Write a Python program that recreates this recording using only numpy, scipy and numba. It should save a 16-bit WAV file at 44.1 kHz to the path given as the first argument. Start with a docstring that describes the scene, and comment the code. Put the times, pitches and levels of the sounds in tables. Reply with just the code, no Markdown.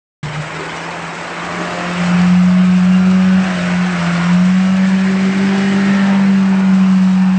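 """Churning mud and an engine still muffled by leaves cut in, then an off-roader claws past at full throttle.
The four firings of each cycle drive every engine tone: a near-pure pipe boom climbing towards 190 a second,
rough overtones that flutter and ring out, a clattering block, a moving rasp and brief accessory whines.
The wheels' slurry is made of dense random impacts, coloured and split into bands, with short ringing grains;
it surges with each dig, while a hollow from the ground echo drifts through the treble."""
import sys
import numpy as np
from scipy import signal
from scipy.fft import rfft, irfft
from scipy.io import wavfile
from scipy.ndimage import map_coordinates
from numba import njit

SR = 44100
rng = np.random.default_rng(int(sys.argv[2]) if len(sys.argv) > 2 else 0)


def to_wav(sig):
    """Store sig (one row per channel, or 1-D mono) as 16-bit WAV at the path in sys.argv[1].

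    Samples outside -1..1 are clipped; the rate is SR.
    """
    pcm = np.clip(np.atleast_2d(sig), -1, 1) * 32767
    pcm = np.round(pcm).astype(np.int16)
    wavfile.write(sys.argv[1], SR, pcm.T)  # frames by channels


N = 325458
TIME = np.arange(N) / SR  # seconds
FULL_BOOM_DB = -13  # the boom with the pipe in full song


def undb(db):
    """Decibels to gain."""
    return 10 ** (np.asarray(db) / 20)


def unit(x):
    """Scale to rms 1."""
    return x / np.sqrt(np.mean(x ** 2))


def curves(table):
    """Each column after the time column, drawn as straight lines with one value per sample."""
    s, *columns = np.transpose(table)
    return [np.interp(TIME, s, column) for column in columns]


def swell(s, length_s):
    """A smooth bell-shaped rise and fall, 1 at time s and 1/e at length_s to either side."""
    return np.exp(-((TIME - s) / length_s) ** 2)


def walk(rate):
    """Smooth random wandering with rms 1: noise that dies away above about rate in Hz."""
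    hz = np.arange(N // 2 + 1) * SR / N
    spectrum = rfft(rng.standard_normal(N)) * np.exp(-(hz / rate) ** 2)
    return unit(irfft(spectrum, N))


def colour(x, points):
    """Filter by an outline of (Hz, dB) points, joined on a logarithmic pitch scale."""
    hz, db = np.transpose(points)
    bins = np.arange(N // 2 + 1) * SR / N + 1  # the 1 avoids log(0)
    return irfft(rfft(x) * undb(np.interp(np.log(bins), np.log(hz), db)), N)


def band(x, lo_hz, hi_hz):
    """Band-pass with steep sides."""
    edges = [lo_hz, min(hi_hz, SR / 2 - 1)]
    return signal.sosfilt(signal.butter(4, edges, "band", fs=SR, output="sos"), x)


@njit
def resonance(x, hz, width):
    """State-variable band-pass whose centre may move; gain 1 at the centre, width in Hz."""
    y, b, low = np.empty(len(x)), 0., 0.
    for i in range(len(x)):
        g, k = np.tan(np.pi * hz[i] / SR), width / hz[i]
        v = (b + g * (x[i] - low)) / (1 + g * (g + k))
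        b, low, y[i] = 2 * v - b, low + 2 * g * v, k * v
    return y


def passing():
    """How openly the engine is heard (dB, lower with distance and leaves) and which end shows (1 nose, -1 tail)."""
    nearest_s, closest_m, crawl_m_s = 4.63, 2.75, 0.83
    foliage_db, clears_s, clearing_s = -16, 1.09, 0.21  # leaves screen the engine until it noses out
    ahead_m = crawl_m_s * (nearest_s - TIME)
    distance_m = np.hypot(closest_m, ahead_m)
    hidden = (1 - np.tanh((TIME - clears_s) / clearing_s)) / 2
    open_db = 20 * np.log10(closest_m / distance_m) + foliage_db * hidden
    return open_db, ahead_m / distance_m


def digging():
    """Extra effort in dB as the wheels dig in: each dig builds up, holds and lets go."""
    # Each row: start in seconds, rise in seconds, end of the hold in seconds, strength in dB.
    digs = [(.36, 0.23, 0.83, 0.5), (1.25, 0.75, 2.2, 4), (3.38, 0.062, 3.7, 3), (3.76, 0.3, 4.23, 3.5),
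            (5.0, .55, 6.1, 2.5)]
    release_s = 0.18
    effort_db = 0
    for start, rise, end, db in digs:
        build = np.clip((TIME - start) / rise, 0, 1)
        let_go = np.clip(1 - (TIME - end) / release_s, 0, 1)
        effort_db = effort_db + db * build * let_go
    return effort_db


def patter(rate, spread_db, ring_s):
    """Dense impacts, rate a second, a few much bigger than the rest; each is a burst of noise
    whose energy decays over ring_s."""
    struck = rng.random(N) < rate / SR
    size = undb(spread_db * np.minimum(rng.exponential(size=N), 5))
    hits = struck * size * rng.standard_normal(N)
    energy = signal.lfilter([1], [1, -np.exp(-1 / (ring_s * SR))], hits ** 2)
    return unit(np.sqrt(energy) * rng.standard_normal(N))


def ringing_grains(ring_s, spread_db, glide, count):
    """Short ringing grains at random pitches through the slurry, each rising very slightly."""
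    # Tone of the grains together. Each row: frequency in Hz, relative level in dB.
    grain_tone = [(350, -14), (600, 0), (1000, -1.5), (1700, -1.5), (2700, -2), (3400, -8.5), (5000, -10.5),
                  (8000, -16.5)]
    out, age = np.zeros(N + SR), np.arange(int(.07 * SR)) / SR
    for when, pitch, size, life in rng.random((count, 4)):
        hz = 350 * (8000 / 350) ** pitch  # 350 to 8000 Hz, even in octaves
        decay_s = ring_s * (.5 + life)
        shape = np.exp(-age / decay_s) * (1 - np.exp(-2 * age / decay_s))
        ring = np.sin(2 * np.pi * hz * age * (1 + glide * age))
        start = int(when * N)
        out[start:start + len(age)] += undb(spread_db * size) * shape * ring
    return unit(colour(out[:N], grain_tone))


def gulps(width_hz):
    """Pockets of slurry collapse under the tyres: swells of noise, each through a narrow hollow resonance."""
    # Each row: centre in seconds, pitch in Hz, swell length in seconds, level in dB.
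    pockets = [(0.608, 420, 0.063, -27.5), (1.615, 360, 0.14, -30.5), (4.18, 305, .07, -37)]
    out = 0
    for s, hz, length, db in pockets:
        hollow = resonance(rng.standard_normal(N), np.full(N, float(hz)), float(width_hz))
        out = out + undb(db) * unit(hollow) * swell(s, length)
    return out


def mud(firings, dig_db, boom_db, facing, spray_db, grains_db, rumble_db, pulsing):
    """Slurry torn up by the treads: random impacts split into thuds, lumps, churning, splashes and spray,
    with grains and a plume; most layers surge with the digs, and the middle carries the engine's pulsing rush."""
    # Flow between digs. Each row: time in seconds, churning in dB, splashing in dB.
    flow = [(0.23, -33, -30.5), (0.85, -29, -30), (1.5, -31.5, -31.5), (2.6, -36.5, -32.5),
            (4.9, -36.5, -30.5), (6.6, -33, -34.5), (7.3, -42, -36.5)]
    # Heavy slop under the body between digs. 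Each row: time in seconds, level in dB.
    body_slop = [(.23, -41), (.9, -42), (1.35, -40.5), (1.7, -42), (2.1, -41), (2.5, -50), (2.8, -44),
                 (3.3, -40.5), (3.9, -44), (4.25, -42), (4.55, -45), (5.0, -37), (5.5, -34.5), (6.1, -37.5),
                 (6.7, -41), (7.15, -46)]
    # Tone of the wet impacts. Each row: frequency in Hz, relative level in dB.
    slurry_tone = [(20, -22), (50, -12.5), (100, -11), (170, 11.5), (300, 11.5), (450, -6), (700, -4.5),
                   (1100, -5.5), (1700, -3), (2700, -5.5), (3400, -9.5), (5000, -14.5), (6500, -16.5),
                   (8300, -12.5)]
    # Dull thuds as the body drops into a rut. Each row: centre in seconds, level in dB.
    jolts = [(.28, -37), (1.6, -52), (2.08, -42), (3.54, -41), (3.78, -49), (4.18, -41), (5.82, -44)]
    jolt_s, front_rumble_db = 0.14, 2.5  # swell length; extra rumble when the grille faces the listener
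    plume_s, plume_width_s, plume_db = 5.55, .7, -41  # fine spray off the near wheel

    churn_db, splash_db = curves(flow)
    lump_db, = curves(body_slop)
    rumble = undb(rumble_db + 0.17 * (boom_db - FULL_BOOM_DB) + front_rumble_db * facing)
    thuds = rumble + sum(undb(db) * swell(s, jolt_s) for s, db in jolts)

    slop = colour(patter(rate=11000, spread_db=0.5, ring_s=0.0087), slurry_tone)
    drops = colour(patter(rate=9000, spread_db=4.0, ring_s=0.0083), slurry_tone)
    grains = ringing_grains(ring_s=0.0096, spread_db=9.5, glide=0.33, count=3000)
    mist = patter(rate=9000, spread_db=2.5, ring_s=.005)
    # pulses at the firing rate and at half of it
    rush = 1 + pulsing * (np.sin(2 * np.pi * firings) + .6 * np.sin(np.pi * firings))

    layers = [
        (band(slop, 22, 125), thuds * undb(1.2 * walk(7.2))),
        (band(slop, 154.0, 402), undb(lump_db + 1.2 * dig_db + 1.0 * walk(3.0))),
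        (band(slop, 424, 1112) * rush, undb(churn_db + 1.0 * dig_db + 0.4 * walk(11))),
        (band(slop, 1220, 3070) * rush, undb(splash_db + 1.19 * dig_db + 0.35 * walk(24))),
        (grains, undb(splash_db + grains_db + .8 * dig_db)),
        (band(mist, 2900, 5200), undb(plume_db) * swell(plume_s, plume_width_s)),
        (band(drops, 3340, 7900), undb(spray_db + 0.66 * splash_db + 1.02 * dig_db + 0.68 * walk(13)))]
    return sum(unit(x) * gain for x, gain in layers)


def whine(firings):
    """A belt-driven accessory sings far above the firing rate, a thin tone that swells and fades."""
    # Each row: centre in seconds, swell length in seconds, level in dB before the random wavering.
    swells = [(2.56, .04, -45), (2.77, 0.034, -40), (2.95, .055, -35.5), (3.14, .04, -38),
              (3.33, 0.07, -43), (4.65, 0.15, -42.5), (5.65, 0.16, -41)]
    level = sum(undb(db) * swell(s, length) for s, length, db in swells)
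    angle = 2 * np.pi * 15.05 * firings
    return level * undb(2 * walk(18)) * np.sqrt(2) * np.sin(angle + 0.37 * walk(25))


def knocks(firings, scatter, count):
    """A random knock pattern that repeats every count firings and slowly changes, more with scatter."""
    size = 1024  # points in one pattern
    place = firings / count * size
    fresh = rng.standard_normal((int(place[-1] / size) + 2, size))
    keep = np.clip(1 - scatter, 0, .98)
    cycles = signal.lfilter([1], [1, -keep], fresh, axis=0).ravel()
    return map_coordinates(cycles, [place], order=3)


def clatter(firings, db):
    """Valves and combustion, repeating every four firings, as the whole block radiates them."""
    # Tone of the block. Each row: frequency in Hz, relative level in dB.
    block_tone = [(250, -36), (440, -18.5), (560, 3), (800, -4.5), (1400, -0.5), (2000, -1.5), (2800, -4.5),
                  (3400, -12.5), (5000, -12.5), (6300, -17), (9000, -43)]
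    valves = knocks(firings, scatter=.12, count=4)
    return undb(db) * unit(colour(valves, block_tone))


def rasp(firings, width_hz):
    """Pistons knock alike on every turn of the crank and ring the engine bay: a narrow, rough band."""
    # The band moves as grille, side and tail turn past.
    # Each row: time in seconds, centre in Hz, level in dB before distance, leaves and digs.
    engine_bay = [(.23, 1090, -33), (1.55, 1123, -27.5), (2.0, 1214, -31.5), (2.5, 1330, -30.5),
                  (2.8, 1350, -34), (3.2, 1380, -29.5), (3.65, 1490, -37), (4.05, 1424, -31),
                  (4.3, 1132, -31.5), (4.6, 1380, -41.5), (5.05, 1807, -33), (5.4, 1899, -33.5),
                  (5.65, 1844, -33), (6.0, 1730, -30.5), (6.3, 1470, -36), (6.55, 947, -33.5),
                  (7.3, 1000, -32)]
    centre_hz, db = curves(engine_bay)
    pistons = knocks(firings, scatter=.12, count=2)
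    once = resonance(pistons, centre_hz, float(width_hz))
    twice = resonance(once, centre_hz, float(width_hz))
    return undb(db) * unit(twice)


def growl(firings, drive_db, fade_db, flutter_db):
    """Rough engine overtones: each flutters as the paths through the trees shift, and some ring out."""
    # Each row: multiple of the firing rate, steady peak level in dB before drive, fading and flutter.
    overtones = [(1.25, -44.5), (1.5, -47.5), (1.75, -46.5), (2.5, -55.5), (3, -47), (3.25, -55),
                 (3.5, -43.5), (4, -39.5), (4.25, -43.5), (4.5, -45.5), (4.75, -59.5), (5, -51.5),
                 (5.5, -52.5), (6, -47.5), (6.5, -50), (6.75, -50.5), (7, -44), (7.5, -49), (8, -48),
                 (8.25, -47.5), (8.5, -45.5), (9, -49), (9.25, -51), (9.5, -52), (11, -53), (12.25, -50.5),
                 (12.75, -48.5)]
    # Overtones meeting a resonance of the body or intake. 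Each row: centre in seconds,
    # multiple of the firing rate, swell length in seconds, peak level in dB before flutter.
    rings = [(1.64, 3.5, 0.18, -28), (1.8, 4, 0.11, -26.5), (1.81, 1.75, .15, -35), (1.848, 3, 0.13, -27.5),
             (2.02, 8, .1, -37), (2.02, 7.5, 0.088, -36), (2.03, 3.25, .1, -32), (2.068, 3.5, 0.11, -31),
             (2.1, 4.5, .12, -32), (2.2, 4.25, 0.25, -33), (2.53, 3.5, 0.14, -33.5), (2.8, 6, .27, -37),
             (3.05, 4, .17, -42), (3.087, 7.5, 0.16, -39), (3.25, 3, .2, -36), (3.44, 4, .1, -30),
             (3.645, 3.5, .13, -28), (3.66, 3, 0.15, -38), (3.698, 8.5, .14, -32.5),
             (3.708, 12.25, .13, -35), (3.76, 8.25, 0.15, -35), (3.86, 4.25, 0.089, -32),
             (4.037, 3.5, .08, -30), (4.077, 6.5, 0.12, -39.5), (4.196, 8.25, .11, -32),
             (4.304, 5.5, .12, -33), (4.357, 3.5, 0.14, -31.5), (4.6, 6, .13, -38), (4.7, 7, 0.16, -32.5),
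             (4.714, 4, .12, -35), (4.903, 3, 0.41, -34), (5.037, 9, 0.18, -38), (5.3, 7, 0.11, -36.5),
             (5.353, 11, 0.17, -44), (5.448, 1.5, .2, -33.5), (5.546, 1.75, .35, -38), (5.64, 4, .15, -32),
             (5.753, 9.5, .2, -37), (5.89, 8.5, 0.085, -38), (5.93, 9.25, 0.11, -32.5),
             (5.97, 6.75, 0.17, -32), (6.015, 9, .14, -32), (6.03, 7, 0.27, -33.5), (6.044, 3, 0.25, -30.5),
             (6.09, 4, .1, -29.5), (6.1, 1.25, .12, -32), (6.15, 4.75, .12, -30), (6.186, 2.5, .12, -35),
             (6.5, 4.5, .17, -35), (6.56, 4.75, .12, -35.5), (6.63, 5, 0.15, -35),
             (6.656, 7.5, 0.14, -36.5), (6.935, 7, .16, -37), (7.253, 4.25, 0.21, -36.5)]
    ring_flutter = 0.56  # share of the flutter left while an overtone rings
    out = 0
    for multiple, line_db in overtones:
        steady = undb(line_db + drive_db + fade_db * walk(2.2))
        ringing = sum(undb(db) * swell(s, length) for s, which, length, db in rings
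                      if round(4 * which) == round(4 * multiple))
        angle = 2 * np.pi * (multiple * firings + rng.random()) + .2 * walk(22)
        flutter = flutter_db * walk(30)
        level = np.hypot(steady * undb(flutter), ringing * undb(ring_flutter * flutter))
        out = out + level * np.sin(angle)
    return out


def exhaust(firings, boom_db, facing, tailpipe):
    """The pipe's boom, nearly a pure tone, with crank throb and cylinder lope below and the octave above."""
    # The octave above the firing rate. Each row: time in seconds, level in dB before wavering.
    octave_levels = [(.23, -54), (1.75, -35.5), (2.15, -38), (2.5, -50.5), (2.68, -38.5), (2.8, -42),
                     (2.92, -44), (3.05, -31.5), (3.25, -38), (3.5, -39.5), (3.8, -37.5), (4.15, -38),
                     (4.5, -52), (4.8, -45.5), (5.1, -28.5), (5.4, -30.5), (5.58, -25), (5.9, -29.5),
                     (6.15, -38), (6.35, -34), (6.9, -39), (7.15, -53)]
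    throb_db, lope_below_db = -40.5, -32.5  # throb at full boom, seen from the side; lope relative to the boom
    front_throb_db, tail_lope_db = 5, 13.5  # extra throb from the grille, extra lope from the tailpipe
    crank_db = throb_db + .7 * (boom_db - FULL_BOOM_DB) + front_throb_db * facing
    lope_db = boom_db + lope_below_db + tail_lope_db * tailpipe
    octave_db, = curves(octave_levels)
    angle = 2 * np.pi * firings
    boom = undb(boom_db + 0.63 * walk(28)) * np.sin(angle)
    throb = undb(crank_db + 2.3 * walk(25)) * np.sin(angle / 2 + .22 * walk(20))
    octave = undb(octave_db + 1.7 * walk(19)) * np.sin(2 * angle + 0.24 * walk(20))
    lope = undb(lope_db + 2.5 * walk(20)) * np.sin(angle * 3 / 4 + .45 * walk(20))
    return np.sqrt(2) * (boom + throb + octave + lope)  # sine levels are rms


def ground(x, width_hz):
    """Direct sound and ground echo partly cancel in one band that shifts as the vehicle moves."""
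    # Each row: time in seconds, centre in Hz, depth from 0 to 1.
    hollow = [(.23, 2680, 0.6), (1.45, 2830, 0.32), (1.9, 2460, 0), (2.2, 1830, 0.2), (3.2, 1930, .42),
              (3.5, 2201, 0), (4.1, 2500, 0.4), (4.5, 2580, 0.37), (5.7, 2620, 0.3), (6.05, 2498, 0),
              (6.7, 2150, .1), (7.2, 2080, 0.36)]
    centre_hz, depth = curves(hollow)
    return x - np.clip(depth, 0, 1) * resonance(x, centre_hz, float(width_hz))


def scene():
    """Wheels and engine, driven by the firing rate, the digs and the slow pass."""
    # Engine speed, sagging where the tyres bite. Each row: time in seconds, mean firing rate in Hz.
    speed = [(0.26, 148.6), (0.94, 170), (1.13, 165), (1.28, 173.2), (1.4, 168.6), (1.48, 174.7),
             (2.07, 176.9), (2.58, 183.1), (2.82, 182.2), (2.98, 185.6), (3.46, 187.9), (3.59, 177.2),
             (3.89, 181.2), (4.01, 170.9), (4.12, 173), (4.23, 173), (4.51, 185.2), (4.73, 189.5),
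             (5.27, 190.6), (5.43, 194.6), (5.56, 195.5), (5.94, 196.5), (6.13, 195.2), (6.33, 194.6),
             (6.41, 192.4), (6.75, 190.2), (7.02, 187.2), (7.34, 186.8)]
    # Boom at the firing rate. Each row: time in seconds, level in dB before wavering.
    boom_levels = [(0.24, -20), (0.32, -27), (0.4, -20), (0.46, -33), (0.52, -35), (0.56, -27),
                   (0.64, -35.5), (1.07, -30.5), (1.15, -37.5), (1.19, -31), (1.23, -38.5), (1.59, -25.5),
                   (1.77, -29.5), (1.85, -24), (2.14, -11.5), (2.26, -9), (3.39, -9.5), (3.45, -16),
                   (3.59, -18), (3.81, -12.5), (3.91, -17.5), (4.22, -14.5), (4.36, -9.5), (5.3, -13.5),
                   (5.34, -16), (5.43, -11), (5.53, -14), (6.07, -11.5), (6.33, -9.5), (6.63, -11.5),
                   (6.74, -9), (7.36, -10.5)]
    front_growl_db = 0.5  # extra growl when the grille faces the listener
    hz, = curves(speed)
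    boom_db, = curves(boom_levels)
    open_db, facing = passing()
    dig_db = digging()
    tailpipe = swell(5.73, 0.71)  # the tailpipe swings towards the listener
    firings = np.cumsum(hz * (1 + 0.0012 * walk(12.016))) / SR  # running count, slightly uneven

    wheels = mud(firings, dig_db, boom_db, facing, spray_db=-19.4, grains_db=-2, rumble_db=-41.5, pulsing=0.13)
    wheels = wheels + gulps(width_hz=68)
    engine = clatter(firings, db=-32.0) + rasp(firings, width_hz=740)
    drive_db = open_db + dig_db
    overtones = growl(firings, drive_db + front_growl_db * facing, fade_db=1.4, flutter_db=3.0)
    pipe = exhaust(firings, boom_db, facing, tailpipe)
    upper = ground(overtones + undb(drive_db) * engine + wheels, width_hz=250)
    return (pipe + upper + whine(firings))[None]


def record(dry):
    """After a short silence the sound cuts in abruptly; a steep low-pass removes the top."""
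    start_s, top_hz = .229, 8550
    opened = np.clip((TIME - start_s) / .003, 0, 1)
    return signal.sosfilt(signal.ellip(8, .2, 80, top_hz, fs=SR, output="sos"), dry * opened)


dry = scene()
out = record(dry)
to_wav(out)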